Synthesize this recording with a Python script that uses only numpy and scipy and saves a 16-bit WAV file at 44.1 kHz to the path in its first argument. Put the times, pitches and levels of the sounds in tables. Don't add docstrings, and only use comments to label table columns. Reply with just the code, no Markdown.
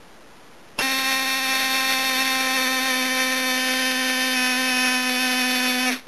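import sys
import numpy as np
from scipy import signal
from scipy.fft import rfft, irfft, next_fast_len
from scipy.io import wavfile
from scipy.ndimage import uniform_filter1d, map_coordinates

SR = 44100
rng = np.random.default_rng(int(sys.argv[2]) if len(sys.argv) > 2 else 0)


def field_ratio(decibels):
    return 10 ** (np.asarray(decibels, dtype=float) / 20)


def unload_wav(signal):
    wavfile.write(
        sys.argv[1],
        SR,
        np.round(np.clip(np.atleast_2d(signal).T, -1, 1) * 32767).astype(np.int16),
    )


N = 267944


def set_rms(x, db):
    return x * field_ratio(db) / np.sqrt(np.mean(x ** 2))


def colour(x, points):
    hz, db = np.transpose(points)
    size = next_fast_len(N)
    bins = np.arange(size // 2 + 1) * SR / size + 1
    gain = field_ratio(np.interp(np.log(bins), np.log(hz), db))
    return irfft(rfft(x, size) * gain, size)[:N]


def walk(rate_hz):
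    k = int(SR / rate_hz)
    held = np.repeat(rng.standard_normal(N // k + 1), k)
    return uniform_filter1d(uniform_filter1d(held, k), k)[:N] * np.sqrt(2)


def lag(x, s):
    k = 1 / max(s * SR, 1)
    return signal.lfilter([k], [1, k - 1], x - x[0]) + x[0]


# pitch_hz, level_db [dB per Hz]
AIR_SPECTRUM = [(20, -12), (90, -17), (170, -4), (400, -5), (900, -8), (2000, -13.5), (3900, -25.5),
                (4300, -65)]


def workshop_air():
    return set_rms(colour(rng.standard_normal(N), AIR_SPECTRUM), -56.5)


# pitch_hz, level_db [dB per Hz]
HANDS_SPECTRUM = [(15, -12.5), (30, 1), (70, -9), (130, -14), (220, -41)]


def handling_rumble():
    fits = field_ratio(4.5 * walk(6.4))
    return set_rms(colour(rng.standard_normal(N), HANDS_SPECTRUM) * fits, -73)


# start_s, stage [0 light, 1 rising, 2 firm, 3 heavy, 4 straining]
LOAD_SHIFTS = [
    (0, 1.4),
    (.822, .06),
    (2.88, 1.42),
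    (3.575, 2.02),
    (4.355, 3.02),
    (5.18, 2.8),
]
# start_s, end_s, share [of a
BEARING_SLIPS = [(2.1, 2.16, .7), (2.43, 2.49, .95), (2.57, 2.615, .9), (2.64, 2.72, .95), (2.76, 2.8, .9),
                 (4.57, 4.68, -.8), (5.1, 5.17, .8), (5.275, 5.297, .98), (5.313, 5.355, .9),
                 (5.408, 5.435, .9), (5.468, 5.5, .9), (5.513, 5.54, .9), (5.55, 5.6, .85),
                 (5.635, 5.65, .9), (5.675, 5.72, .9), (5.735, 5.805, .9)]


def load_stage():
    t = np.arange(N) / SR
    start_s, stage = np.transpose(LOAD_SHIFTS)
    settled = stage[np.searchsorted(start_s, t, side="right").clip(1) - 1]
    slips = sum(share * ((t > start) & (t < end)) for start, end, share in BEARING_SLIPS)
    return uniform_filter1d(settled, SR // 40) + uniform_filter1d(slips, SR // 150)


ON_S, SPIN_UP_S = .772, .048
STAGE_HZ = [
    265.6,
    262.6,
    263.8,
    261.9,
    261.2,
]
HUNT_HZ = [
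    .8,
    2.2,
    1.3,
    1.0,
    .8,
]


def shaft_hz(stage):
    t = np.arange(N) / SR
    sag_hz_per_s, stumble_hz, recover_s = 1.9, 2.6, .2
    felt = lag(np.where(t < ON_S + 2 * SPIN_UP_S, LOAD_SHIFTS[1][1], stage), .015)
    stages = np.arange(len(STAGE_HZ))
    hunt = walk(35)
    wander = np.interp(felt, stages, HUNT_HZ) * (hunt - lag(hunt, .04))
    stumble = stumble_hz * (felt - lag(felt, recover_s))
    return np.interp(felt, stages, STAGE_HZ) - sag_hz_per_s * (t - ON_S) - stumble + wander


# multiple [of shaft rate], level_db
LIGHT_WHINE = [(1, -4), (2, -13), (3, -4), (4, -6), (5, -12), (6, -9), (7, -2), (8, -8), (9, -4), (10, -2),
               (11, -16.5), (12, -11.5), (13, -7), (14, 0.5), (15, -15.5), (16, -11)]
RISING_WHINE = [(1, -5), (2, -5), (3, -8), (4, -3.5), (5, -8), (6, -11.5), (7, 1), (8, -8.5), (9, -1),
                (10, -6.5), (11, -25), (12, -7.5), (13, -13), (14, 0.5), (15, -13), (16, -19)]
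FIRM_WHINE = [(1, -8), (2, -7.5), (3, -10), (4, -9), (5, -17.5), (6, -8), (7, 0), (8, -13.5), (9, -6),
              (10, -5), (11, -11.5), (12, -4.5), (13, -17), (14, -5), (15, -14.5), (16, -17.5)]
HEAVY_WHINE = [(1, -1), (2, -10), (3, -7), (4, -7.5), (5, -12), (6, -5.5), (7, -2), (8, -10), (9, -10.5),
               (10, 1), (11, -11.5), (12, -4.5), (13, -17), (14, -5), (15, -14), (16, -15)]
STRAINING_WHINE = [(1, 0), (2, -6.5), (3, -5), (4, -18), (5, -13), (6, -14.5), (7, -6), (8, -10.5), (9, -6),
                   (10, -3), (11, -12.5), (12, -5), (13, -17), (14, 1), (15, -13.5), (16, -12)]
UNPOWERED_WHINE = [(1, 0), (2, -6), (3, -3), (4, -10.5), (5, -7.5), (6, -9), (7, -2.5), (8, -10), (9, 1),
                   (10, -0.5), (11, -5.5), (12, -25.5), (13, -14), (14, -13), (15, -10), (16, -20.5)]
# place [0-1 of a turn], knock_db
BARS = [(.07, -6), (.2, -2), (.33, -5), (.48, -3), (.64, -6), (.77, 0), (.95, -8)]


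def whine(turns, stage):
    tables = [LIGHT_WHINE, RISING_WHINE, FIRM_WHINE, HEAVY_WHINE, STRAINING_WHINE, UNPOWERED_WHINE]
    db = np.array(tables)[:, 1:, 1]
    db = db - 10 * np.log10(np.sum(field_ratio(db) ** 2, axis=1, keepdims=True) / 2)
    place, knock_db = np.transpose(BARS)
    out = 0
    for k, stage_db in enumerate(db.T, start=2):
        lead = np.angle(np.sum(field_ratio(knock_db) * np.exp(-2j * np.pi * k * place)))
        waver = k ** 0.24
        gain = field_ratio(np.interp(stage, np.arange(len(stage_db)), stage_db) + .7 * waver * walk(50))
        phase = 2 * np.pi * k * turns + lead - .012 * k ** 2 + .1 * waver * walk(60)
        out = out + gain * np.cos(phase)
    return out


# pitch_hz, level_db [dB per Hz]
HOUSING = [(120, -37.5), (200, -15.5), (390, -16), (650, -8), (920, -23), (1170, -13), (1450, -5),
           (2200, -0.5), (2500, -1), (2950, -6), (3250, -7), (3550, -0.5), (3850, -2), (4300, -18)]


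def rattle(turns):
    place, knock_db = np.transpose(BARS)
    hits = (np.arange(int(turns[-1]))[:, None] + place).ravel()
    force = rng.standard_normal((len(hits) // len(place), len(place))) * field_ratio(knock_db)
    knocks = np.zeros(N)
    knocks[np.searchsorted(turns, hits)] = force.ravel()
    knocks = knocks * field_ratio(1.8 * walk(55))
    swish = rng.standard_normal(N) * field_ratio(1.3 * walk(15))
    return set_rms(colour(knocks, HOUSING), -8.5) + set_rms(colour(swish, HOUSING), -13)


def board_db():
    t = np.arange(N) / SR
    on_s, seated_s, off_s = .84, 2.11, 5.935
    kick = 6.5 * np.exp(-abs(t - on_s) / .1)
    seated = np.clip((t - seated_s) * 20, 0, 1) * 2.5
    growth = 1.25 * (t - seated_s).clip(0)
    rise, fall = 802 * (on_s - t).clip(0), 450 * (t - off_s).clip(0)
    return -36.5 + kick + seated + growth - rise - fall


CUT_S, COAST_S, STOP_S = 5.856, 5.895, 6.065


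def motor():
    t, stage = np.arange(N) / SR, load_stage()
    hz = shaft_hz(stage)
    up = np.clip((t - ON_S) / SPIN_UP_S, .01, 1)
    down = np.clip((STOP_S - t) / (STOP_S - COAST_S), .01, 1) ** 1.1
    cut = np.clip((t - CUT_S) / .008, 0, 1)
    coasting = np.clip((t - COAST_S) / .018, 0, 1)
    surge_db = 2.5 * np.clip((t - CUT_S) / (COAST_S - CUT_S - .008), 0, 1)
    powered_db = -22.5 + 18 * np.log10(up) + surge_db + 0.5 * walk(18)
    coast_db = -29 + 52 * np.log10(down)
    db = powered_db + coasting * (coast_db - powered_db)
    loose_db = 10 * (1 - up) + 16 * coasting ** 1.3
    shake = walk(110)
    tremble = 1 + .006 * (shake - uniform_filter1d(shake, SR // 14))
    turns = np.cumsum(hz * up * down * tremble) / SR
    on = np.clip((t - ON_S - .007) / .004, 0, 1)
    body = field_ratio(db) * (whine(turns, stage + cut * (5 - stage)) + field_ratio(loose_db) * rattle(turns))
    board_turns = np.cumsum(hz * tremble) / SR
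    board = np.sqrt(2) * field_ratio(board_db() + .6 * walk(25)) * np.cos(2 * np.pi * board_turns)
    return on * (body + board)


# start_s, level_db [peak], pitch_hz, t60_s, crack [0-1 noise share]
SWITCH_CLICKS = [
    (0.788, -9.5, 2717, 0.14, 0.58),
    (6.0695, -25.5, 1250, 0.013, 0.25),
]


def switch():
    out, t = np.zeros(N), np.arange(SR // 20) / SR
    for start_s, db, hz, t60_s, crack in SWITCH_CLICKS:
        ring = (1 - crack) * np.sin(2 * np.pi * hz * t)
        noise = crack * rng.standard_normal(len(t))
        click = (ring + noise) * field_ratio(db - 60 * t / max(t60_s, .003))
        i = int(start_s * SR)
        out[i:i + len(t)] += click[:N - i]
    return out


def room(x):
    t60_s, room_db = .3, -23
    t = np.arange(SR // 2) / SR
    tail = rng.standard_normal(len(t)) * field_ratio(-60 * t / t60_s) * (t > .006)
    tail = signal.lfilter([1], [1, -.6], tail)
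    return signal.fftconvolve(x, tail * field_ratio(room_db) / np.sqrt(np.sum(tail ** 2)))[:N]


def scene():
    near = motor() + switch()
    return (near + room(near) + workshop_air() + handling_rumble())[None]


def camera_converter(x):
    hold_hz, steps = 8001.44, 128
    soft = signal.sosfilt(signal.butter(5, 4150, fs=SR, output="sos"), x)
    ticks = np.arange(int(N * hold_hz / SR) + 1)
    samples = map_coordinates(soft, [ticks * SR / hold_hz], order=3, mode="nearest")
    stairs = np.floor(samples * steps + 0.0079) / steps
    return stairs[(np.arange(N) * hold_hz / SR).astype(int)]


def spectral_rounding(x):
    bins = signal.stft(x - x.mean(), nperseg=2048, window="cosine")[2]
    nearby_power = uniform_filter1d(abs(bins) ** 2 + 1e-16, 25, axis=0)
    step = nearby_power ** (.7 / 2) * field_ratio(-27.5)
    kept = step * (np.round(bins.real / step) + 1j * np.round(bins.imag / step))
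    return signal.istft(kept, nperseg=2048, window="cosine")[1][:N] + x.mean()


def top_cut(x):
    return signal.sosfilt(signal.butter(12, 13520, fs=SR, output="sos"), x)


# pitch_hz, level_db
BAND_EDGE = [(1, 0), (12750, 0), (12950, -80)]


def record(dry):
    held = camera_converter(dry[0])
    mix = colour(spectral_rounding(held), BAND_EDGE)
    mix = mix * (np.arange(N) < 6.0765 * SR)
    return top_cut(mix[None])


dry = scene()
out = record(dry)
unload_wav(out)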